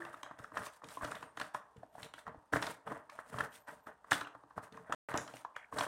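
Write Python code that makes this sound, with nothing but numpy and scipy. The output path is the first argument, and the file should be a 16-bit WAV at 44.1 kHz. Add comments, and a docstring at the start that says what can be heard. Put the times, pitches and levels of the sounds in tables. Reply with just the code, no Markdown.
"""A small room, one microphone on the table, close to a stiff paper bag of cosmetics.
Hands rummage from the start: paper flexes, crinkles and snaps, plastic tubes and bottles slide and
knock with hollow clacks that shake bag and table, and the bag settles with soft thuds.
A faint squeak comes at 1.3 s, three thin tones flicker near 12 kHz between 2 and 4 s, and a short scrape
follows. Near 5 s the sound drops out for a moment; the rummaging goes on, with one more scrape."""
import sys
import numpy as np
from scipy import signal
from scipy.fft import rfft, irfft, next_fast_len
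from scipy.io import wavfile
from scipy.ndimage import uniform_filter1d, map_coordinates

SR = 44100
rng = np.random.default_rng(int(sys.argv[2]) if len(sys.argv) > 2 else 0)


def to_wav(sig):
    """Store sig (one row per channel, or 1-D mono) as 16-bit WAV at the path in sys.argv[1].

    Samples outside -1..1 are clipped; the rate is SR.
    """
    pcm = np.clip(np.atleast_2d(sig), -1, 1) * 32767
    pcm = np.round(pcm).astype(np.int16)
    wavfile.write(sys.argv[1], SR, pcm.T)  # frames by channels


N = 258867


def amp(db):
    """Decibels to gain."""
    return 10 ** (np.asarray(db) / 20)


def unit(x):
    """Scale to rms 1."""
    return x / np.sqrt(np.mean(x ** 2) + 1e-20)


def along(points, hz):
    """Read (frequency [Hz], value) points on a log frequency axis."""
    freqs, values = np.transpose(points)
    return np.interp(np.log(hz + 1), np.log(freqs), values)


def wobble(rate):
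    """A smooth random curve, rate knots a second."""
    knots = rng.standard_normal(int(N * rate / SR) + 4)
    return map_coordinates(knots, [np.arange(N) * rate / SR])


def coloured(x, spectrum):
    """Minimum-phase filter through (frequency [Hz], gain [dB]) points."""
    size = 2 * next_fast_len(len(x))
    gain = amp(along(spectrum, np.fft.rfftfreq(size, 1 / SR)))
    cepstrum = irfft(np.log(gain), size)
    cepstrum[1:size // 2] *= 2
    cepstrum[size // 2 + 1:] = 0
    return irfft(rfft(x, size) * np.exp(rfft(cepstrum)), size)[:len(x)]


def add(track, time, sound):
    """Mix a sound into the track at a time in seconds."""
    start = max(round(time * SR), 0)
    part = sound[:max(N - start, 0)]
    track[start:start + len(part)] += part


# The small room's decay, heard from the table: (frequency [Hz], t60 [s])
ROOM_DECAY = [(100, 0.19), (500, 0.75), (1500, 0.42), (3000, 0.25), (9000, 0.31), (15000, 0.18)]

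def reverberant(x, bag_db, bag_t60, room_db):
    """The microphone hears the direct sound, quick scatter inside the bag and the room's tail."""
    hz, frame_t, noise = signal.stft(rng.standard_normal(SR // 2), SR, nperseg=256)
    decay = amp(-60 * frame_t / along(ROOM_DECAY, hz)[:, None])
    tail = signal.istft(noise * decay, SR, nperseg=256)[1]
    t = np.arange(len(tail)) / SR
    tail *= 1 - np.exp(-t / 0.0052)
    scatter = rng.standard_normal(len(t)) * amp(-60 * t / bag_t60) * (t > .002)
    response = amp(bag_db) * scatter / np.linalg.norm(scatter)
    response += amp(room_db) * tail / np.linalg.norm(tail)
    response[0] += 1  # direct path
    return signal.fftconvolve(x, response)


# The still room around the table: (frequency [Hz], relative density [dB])
ROOM_TONE_SPECTRUM = [(15, -36), (25, -15.5), (64, 11), (130, -9), (249, -8.5), (796, 7.5), (936, 14.5),
                      (1790, -33), (2410, -13.5), (9070, -22.5), (16000, -40.5)]

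def room_tone():
    """The faint steady background of the room."""
    return amp(-72) * unit(coloured(rng.standard_normal(N), ROOM_TONE_SPECTRUM))


def grains(rate, spread_db, smooth):
    """Tiny slips of unequal size, about rate a second, over a smooth share of friction noise."""
    sizes = amp(spread_db * np.minimum(rng.exponential(size=N), 4)) * rng.choice([-1, 1], N)
    slips = sizes * (rng.random(N) < rate / SR)
    return unit(unit(slips) + smooth * rng.standard_normal(N))


def boxed(x, echo, round_trip_s=.0032):
    """Sound bouncing between near, parallel surfaces gains evenly spaced resonances."""
    lag = round(round_trip_s * SR)
    return sum(echo ** k * np.pad(x, (k * lag, 0))[:len(x)] for k in range(4))


def patchy(x, depth_db):
    """The colour of the paper shifts as its folds change shape."""
    frames = signal.stft(x, nperseg=256)[2]
    patches = uniform_filter1d(rng.standard_normal(frames.shape), size=7, axis=0)
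    patches = uniform_filter1d(patches, size=12, axis=1)
    return signal.istft(frames * amp(depth_db * unit(patches)), nperseg=256)[1][:N]


# Moves of the hand inside the bag:
# (time [s], rise [s], hold [s], sliding level [dB], crinkling level [dB], flexing level [dB])
HAND_MOVES = [(0.0, 0.0037, 0.102, -49, -66, -59), (0.108, 0.023, 0.128, -56.5, -70, -71.5),
              (0.221, 0.027, 0.12, -55.5, -88, -81), (0.376, 0.014, 0.088, -56.5, -68.5, -60.5),
              (0.52, 0.038, 0.068, -47.5, -61.5, -53), (0.607, 0.048, 0.0043, -50, -54, -79),
              (0.702, 0.036, 0.005, -65, -63, -82.5), (0.806, 0.045, 0.041, -58.5, -72, -59),
              (0.843, 0.063, 0.068, -59, -59, -68.0), (0.983, 0.05, 0.063, -46.0, -58, -58),
              (1.087, 0.023, 0.14, -47.5, -60.5, -55), (1.338, 0.069, 0.052, -50, -61, -59.5),
              (1.533, 0.013, 0.0047, -44, -56.0, -60.5), (1.755, 0.0085, 0.07, -71, -83, -61.5),
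              (1.918, 0.12, 0.014, -54.5, -59, -58), (1.92, 0.024, 0.006, -78, -74.5, -69),
              (2.143, 0.043, 0.005, -61, -63, -76), (2.243, 0.04, 0.014, -53.5, -85, -53.5),
              (2.519, 0.011, 0.044, -41, -51, -44.5), (2.592, 0.032, 0.099, -43, -52, -52),
              (2.841, 0.042, 0.094, -46.5, -66.5, -52.5), (3.095, 0.022, 0.095, -58.5, -70.0, -76),
              (3.171, 0.018, 0.016, -54, -70, -77.0), (3.212, 0.075, 0.052, -61.5, -69, -68),
              (3.31, 0.02, 0.05, -49.5, -61, -51), (3.36, 0.033, 0.056, -45.5, -59, -48),
              (3.494, 0.041, 0.035, -61.5, -61, -70), (3.661, 0.02, 0.01, -45.5, -63, -66),
              (3.683, 0.025, 0.061, -64, -67.5, -65), (3.855, 0.017, 0.0064, -49, -67.5, -57.5),
              (4.034, 0.043, 0.056, -63.5, -76.5, -70.5), (4.105, 0.0067, 0.028, -46, -45.5, -55),
              (4.15, 0.016, 0.041, -59, -54.5, -55.5), (4.554, 0.017, 0.014, -56, -70, -53.0),
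              (4.608, 0.023, 0.022, -61, -67, -74), (4.667, 0.077, 0.08, -61, -75.5, -57.5),
              (4.814, 0.14, 0.03, -46, -69, -61), (5.067, 0.015, 0.081, -41.5, -60, -52.5),
              (5.103, 0.044, 0.05, -40.5, -64, -48), (5.19, 0.025, 0.13, -53.5, -64.0, -63),
              (5.293, 0.052, 0.073, -61, -63.5, -87), (5.555, 0.008, 0.021, -60, -71, -91),
              (5.705, 0.03, 0.074, -52, -60, -51), (5.733, 0.058, 0.064, -39.5, -50, -48)]

def effort(layer, fall_db_per_s, rest_db, slacken_db_per_s=67.5):
    """Gain of one layer: each move of the hand swells, slackens while it lasts, and dies away."""
    age = np.arange(SR) / SR
    power = np.full(N, amp(rest_db) ** 2)  # the contents never lie quite still
    for time, rise, hold, *levels in HAND_MOVES:
        swell = np.minimum(age / rise, 1) ** 2
        fade_db = slacken_db_per_s * np.maximum(age - rise, 0)
        fade_db += fall_db_per_s * np.maximum(age - rise - hold, 0)
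        add(power, time, (swell * amp(levels[layer] - fade_db)) ** 2)
    return np.sqrt(power)


# Walls, sliding containers, fine crinkles and larger folds, heard close to the bag:
# (frequency [Hz], relative density [dB])
FLEX_SPECTRUM = [(18, -52), (32, -32), (55, -8.5), (95, -2), (123, 2.5), (150, 1.5), (265, 1), (370, -13.5),
                 (450, 7.5), (700, -39), (1500, -74)]
SLIDE_SPECTRUM = [(200, -17), (420, -28.5), (600, 12), (700, 3.5), (1050, 5), (1550, 4.5), (1900, 1),
                  (2250, -11.5), (3500, -21), (7000, -82)]
CRINKLE_SPECTRUM = [(800, -28), (2000, 4.5), (3400, -1.5), (4800, -2), (7000, -1.5), (9200, 5),
                    (10500, -4.5), (14000, -7.5), (16000, -12.5)]
FOLD_SPECTRUM = [(600, -46.5), (1900, 5.5), (3400, 10.5), (5000, -1), (7000, -10), (14000, -23.5)]

def bag_rustle():
    """With each move the walls flex, containers drag over them in small slips, and paper crinkles."""
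    sliding = effort(layer=0, fall_db_per_s=184.5, rest_db=-77)
    crinkling = effort(layer=1, fall_db_per_s=288, rest_db=-88)
    flexing = effort(layer=2, fall_db_per_s=172, rest_db=-83)
    grip = amp(1.8 * wobble(70))  # the hand catches and lets go
    bends = coloured(grains(rate=250, spread_db=3, smooth=.7), FLEX_SPECTRUM)
    flex = flexing * unit(bends)
    slips = coloured(grains(rate=500, spread_db=3, smooth=.7), SLIDE_SPECTRUM)
    slide = sliding * unit(patchy(boxed(slips, echo=0.12), depth_db=1.5))
    fibres = coloured(grains(rate=900, spread_db=4.5, smooth=1.1), CRINKLE_SPECTRUM)
    crinkle = crinkling * unit(patchy(fibres, depth_db=1))
    # hard handling buckles larger folds, which crackle lower and in quick clumps
    buckling = amp(-59) * (crinkling / amp(-54.5)) ** 1.28
    clumps = amp(3.5 * wobble(220)) * grains(rate=600, spread_db=3, smooth=.8)
    folds = buckling * unit(patchy(coloured(clumps, FOLD_SPECTRUM), depth_db=5))
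    return grip * (flex + slide + crinkle) + folds


# Hollow containers left free to ring in the bag: (time [s], pitch [Hz], level [dB], t60 [s])
FREE_RINGS = [(0, 338.5, -45, 0.31), (.972, 1023, -30.5, 0.036), (1.548, 1066, -26.5, .04),
              (4.119, 292.8, -44, .35), (5.449, 1015, -21, 0.017)]

def container_rings():
    """A hollow container that nothing damps rings on with one fading note."""
    track, t = np.zeros(N), np.arange(SR // 2) / SR
    for time, hz, db, t60 in FREE_RINGS:
        envelope = (1 - np.exp(-t / 0.0011)) * amp(db - 60 * t / t60)
        note = envelope * np.sin(2 * np.pi * hz * t)
        add(track, time, reverberant(note, bag_db=-16, bag_t60=.04, room_db=-18))
    return track


# Containers meeting in the bag: (time [s], clack level [dB], pitch [Hz], thump level [dB])
KNOCKS = [(0.0204, -29.5, 1660, -51), (0.0504, -39, 1084, -49), (.142, -33, 1300, -53),
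          (0.2322, -32.5, 1044, -49), (0.263, -34, 1300, -60), (0.311, -34.5, 1160, -43.5),
          (0.3961, -38, 1300, -48), (.4442, -32, 1400, -71), (0.5192, -36.5, 1130, -47),
          (0.5701, -19.5, 1230, -40.5), (0.579, -26, 1510, -63), (0.6187, -33, 1240, -59),
          (0.6682, -31.5, 1180, -62), (.8196, -41, 1170, -69), (0.836, -38.5, 1040, -44),
          (0.9719, -33, 1046, -43), (1.0114, -32.5, 1120, -45), (1.0238, -32, 1120, -39.5),
          (1.033, -30, 1100, -55), (1.046, -24.5, 1320, -35), (1.1197, -24.5, 1350, -67),
          (1.1516, -45, 1340, -75), (1.2277, -31.5, 1076, -46), (1.374, -26, 1360, -45),
          (1.4006, -31, 1090, -46.5), (1.4138, -21.5, 1460, -39), (1.547, -22.5, 1150, -46),
          (1.8313, -40.5, 656, -52), (1.9521, -40.5, 730, -69), (1.9815, -41, 950, -47),
          (2.1383, -34.5, 1450, -53), (2.1819, -36, 1440, -87), (2.267, -30.5, 1240, -58),
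          (2.279, -28.5, 1130, -98), (2.3452, -43.5, 850, -48), (2.529, -39, 1480, -32.5),
          (2.5361, -11, 1500, -24.5), (2.559, -18, 1430, -26), (2.569, -19.5, 1580, -60),
          (2.6243, -26, 1210, -78), (2.6726, -32, 1100, -40), (2.875, -30.5, 1035, -50),
          (2.919, -28, 1150, -34), (3.0952, -37, 1120, -56.5), (3.1894, -27, 1300, -57.5),
          (3.3421, -31.5, 1200, -42.5), (3.3847, -25, 1130, -63), (3.4035, -29, 1510, -47),
          (3.4068, -16, 1570, -40), (3.6835, -38, 1020, -48.5), (3.8699, -34, 1320, -48),
          (4.045, -40.5, 1170, -67.5), (4.1191, -7, 1480, -39), (4.13, -27, 1560, -37.5),
          (4.1547, -33, 1290, -42.5), (4.213, -20, 1360, -44), (4.2703, -34, 1290, -73),
          (4.35, -36.5, 1170, -49), (4.436, -44, 1150, -53.5), (4.508, -42, 1110, -63.5),
          (4.579, -22, 1214, -42), (4.7748, -35.5, 1070, -58), (4.897, -38, 764, -35),
          (4.924, -16, 1236, -55), (4.9359, -29, 1364, -37), (5.1416, -25, 1105, -28),
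          (5.1525, -25, 1010, -50.5), (5.2766, -37.5, 1210, -52), (5.3384, -43.5, 820, -42),
          (5.45, -30.5, 1087, -72), (5.565, -24, 1480, -66), (5.7253, -31.5, 1110, -41.5),
          (5.7619, -38, 1050, -43), (5.7865, -22.5, 1060, -35), (5.8085, -19.5, 1040, -30),
          (5.8654, -32, 1070, -39)]
# A struck container's partials: (frequency [multiple of pitch], relative level [dB])
CLACK_PARTIALS = [(.61, -16.5), (1, 0), (1.48, -15.5)]
# Bag and table under a blow: (frequency [Hz], relative level [dB], t60 [s])
TABLE_MODES = [(121.6, -7.5, 0.24), (167, -12, 0.17), (270.7, -1.5, 0.11), (298.3, -4.5, 0.19),
               (328.4, -8, 0.19), (474, 4.5, 0.028), (660, 9, 0.023)]
# A clack's way out of the bag to the microphone: (frequency [Hz], gain [dB])
THROUGH_BAG = [(250, -8), (700, 4), (1500, -3), (1900, 4), (2300, -20.5), (5000, 4), (12000, 2)]
HARD_BLOW_DB = -28.5  # clacks at or above this level ring the fewest cycles

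def container_knocks():
    """A filled container rings a few cycles, longer if softly hit; the blow thumps bag and table."""
    clacks, thumps, t = np.zeros(N), np.zeros(N), np.arange(SR // 5) / SR
    for time, clack_db, hz, thump_db in KNOCKS:
        softness_db = max(HARD_BLOW_DB - clack_db, 0)
        cycles_to_peak = .7 * min(1.73 + 0.8951 * softness_db, 2.4)
        age = t * hz / cycles_to_peak
        envelope = amp(clack_db) * age ** 2 * np.exp(2 - 2 * age)
        ring = 0.6 * sum(amp(db) * np.sin(2 * np.pi * (ratio * hz * t + rng.random()))
                         for ratio, db in CLACK_PARTIALS)
        add(clacks, time, reverberant(envelope * ring, bag_db=-10, bag_t60=.04, room_db=-13.5))
        body = np.zeros(len(t))
        for mode_hz, db, t60 in TABLE_MODES:
            decay = amp(db + rng.normal(0, 1.0) - 60 * t / t60)
            body += decay * np.sin(2 * np.pi * mode_hz * t) * rng.choice([-1, 1])
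        body *= 1 - np.exp(-t / 0.00014)
        thump = amp(thump_db) * body / np.abs(body).max()
        add(thumps, time, reverberant(thump, bag_db=-18.5, bag_t60=0.019, room_db=-15))
    return coloured(clacks, THROUGH_BAG) + thumps


# Containers grazing inside the bag: (frequency [Hz], relative density [dB])
SCUFF_SPECTRUM = [(200, -11.5), (600, -2), (1100, 4), (1700, 3.5), (2200, -16), (4000, -21.5), (9000, -31),
                  (15000, -35.5)]

def contact_scuffs(lead_in_s=0.0015, run_out_s=0.0061):
    """No knock is clean: the surfaces graze for a few milliseconds before and after they meet."""
    gain, t = np.zeros(N), np.arange(-SR // 50, SR // 20) / SR
    graze = np.exp(np.minimum(t / lead_in_s, -t / run_out_s))
    for time, clack_db, *_ in KNOCKS:
        scuff_db = -46.5 + 0.88 * (clack_db - HARD_BLOW_DB)
        add(gain, time + t[0], amp(scuff_db) * graze)
    rub = gain * unit(coloured(rng.standard_normal(N), SCUFF_SPECTRUM))
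    return reverberant(rub, bag_db=-12, bag_t60=.055, room_db=-13)[:N]


# Creases snapping and hard edges ticking: (time [s], level [dB], brightness [Hz])
SNAPS = [(0.0503, -51.5, 3480), (0.1437, -60.5, 3900), (0.231, -45, 4370), (.2637, -71, 5070),
         (0.3897, -59, 5230), (0.44, -60, 5930), (0.5732, -45.5, 4200), (0.663, -47.5, 6060),
         (.8422, -52, 4730), (.887, -51, 6040), (1.048, -46, 5100), (1.1155, -48, 7800),
         (1.1526, -47.5, 4000), (1.2271, -51.5, 4040), (1.372, -48, 3240), (1.399, -43, 6400),
         (1.4143, -42, 3770), (1.5467, -51, 5400), (1.7674, -66, 4100), (2.0302, -44.5, 5700),
         (2.0454, -53.5, 5400), (2.191, -56, 8200), (2.1378, -48.5, 3300), (2.534, -45, 6000),
         (2.565, -38.5, 3850), (2.6258, -37.5, 4340), (2.6674, -40, 4580), (2.875, -55, 3600),
         (3.098, -52.5, 3400), (3.3874, -45.5, 3430), (3.4075, -47.5, 5340), (4.1114, -35, 5640),
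         (4.1175, -35, 4100), (4.1306, -32.5, 4470), (4.2105, -45, 3600), (4.2727, -54, 3100),
         (4.576, -69, 6500), (4.6365, -73, 8040), (4.7234, -60, 4000), (4.7705, -60, 4600),
         (4.9245, -40.5, 6360), (5.1398, -47, 3800), (5.1753, -35.5, 8500), (5.2773, -52.5, 4670),
         (5.3378, -54, 4300), (5.3679, -52, 4260), (5.4488, -63, 5030), (5.563, -48.5, 3130),
         (5.786, -37.5, 6330), (5.793, -39.5, 5700), (5.8086, -37.5, 4030)]
# The colour all snaps share at the microphone: (frequency [Hz], relative density [dB])
SNAP_SPECTRUM = [(300, -15), (1500, 6.5), (3600, 2.5), (4800, -8), (6000, -4), (9000, -10.5), (11000, -15),
                 (16000, -31)]

def paper_snaps(t60_cycles=48):
    """A crease buckles in a burst of a few milliseconds; small, bright creases are quicker."""
    track, t = np.zeros(N), np.arange(SR // 30) / SR
    for time, db, hz in SNAPS:
        burst = rng.standard_normal(len(t)) * amp(-60 * t * hz / t60_cycles)
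        brightness = [(hz / 3, -7), (hz, 0), (hz * 2, -6)]
        burst = coloured(coloured(burst, SNAP_SPECTRUM), brightness)
        burst /= np.sqrt(np.sum(burst ** 2) / (0.0025 * SR))  # the energy of 2.5 ms at rms 1
        add(track, time, reverberant(amp(db) * burst, bag_db=-2, bag_t60=0.0055, room_db=-5))
    return track


# The bag settling on the table beside the microphone: (time [s], level [dB], pitch [Hz])
THUDS = [(0.4, -49, 121), (1.03, -43, 56), (1.778, -47.5, 123), (2.026, -49.5, 125), (2.267, -61, 101),
         (2.374, -52, 80), (2.539, -35.5, 124), (2.918, -62, 125), (3.346, -43.5, 120), (4.124, -40, 107)]

def bag_thuds(t60=0.043):
    """The weight of the bag lands softly: a low thud of a few cycles."""
    track, t = np.zeros(N), np.arange(SR // 4) / SR
    for time, db, hz in THUDS:
        envelope = (1 - np.exp(-t / 0.0013)) * amp(-60 * t / t60)
        thud = envelope * np.sin(2 * np.pi * hz * t)
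        add(track, time, amp(db) * thud / np.abs(thud).max())
    return track


# A squeak, three faint, thin tones near 12 kHz and two lower scrapes, as heard at the table:
# (middle time [s], half length [s], pitch [Hz], wander [Hz], level [dB])
SQUEAKS_AND_TONES = [(1.283, 0.042, 8700, 70, -66.5), (2, 0.084, 12250, 90, -85),
                     (3.565, 0.14, 12000, 90, -75), (3.85, 0.035, 12100, 90, -74),
                     (4.275, 0.042, 2780, 152, -62.5), (5.607, 0.036, 2075, 224.3, -53)]

def squeaks_and_thin_tones():
    """Brief tones waver and flicker; more wander spreads the pitch and quickens the flicker."""
    track, t = np.zeros(N), np.arange(N) / SR
    for middle, half_length, hz, wander_hz, db in SQUEAKS_AND_TONES:
        phase = 2 * np.pi * np.cumsum(hz + wander_hz * wobble(900)) / SR
        swell = amp(db) * np.exp(-((t - middle) / half_length) ** 2)
        flicker = amp(7.1 * wobble(wander_hz) - 2.5)
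        track += swell * flicker * np.sin(phase)
    return track


def scene():
    """Everything at one microphone on the table."""
    containers = container_knocks() + contact_scuffs() + container_rings()
    paper_bag = paper_snaps() + bag_thuds() + bag_rustle()
    return (containers + paper_bag + squeaks_and_thin_tones() + room_tone())[None]


def record(dry):
    """The microphone thins the deep bass; the sound cuts out briefly and the top treble is cut off."""
    low_cut_hz, top_hz = 36, 15950
    dropout_from_s, dropout_to_s = 4.9485, 5.0868
    t = np.arange(N) / SR
    low_cut = signal.butter(2, low_cut_hz, btype="high", fs=SR, output="sos")
    heard = signal.sosfilt(low_cut, dry)
    live = (t < dropout_from_s) | (t > dropout_to_s)
    size = next_fast_len(N + SR // 2)
    passband = np.fft.rfftfreq(size, 1 / SR) < top_hz
    return irfft(rfft(heard * live, size) * passband, size)[..., :N]


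dry = scene()
out = record(dry)
to_wav(out)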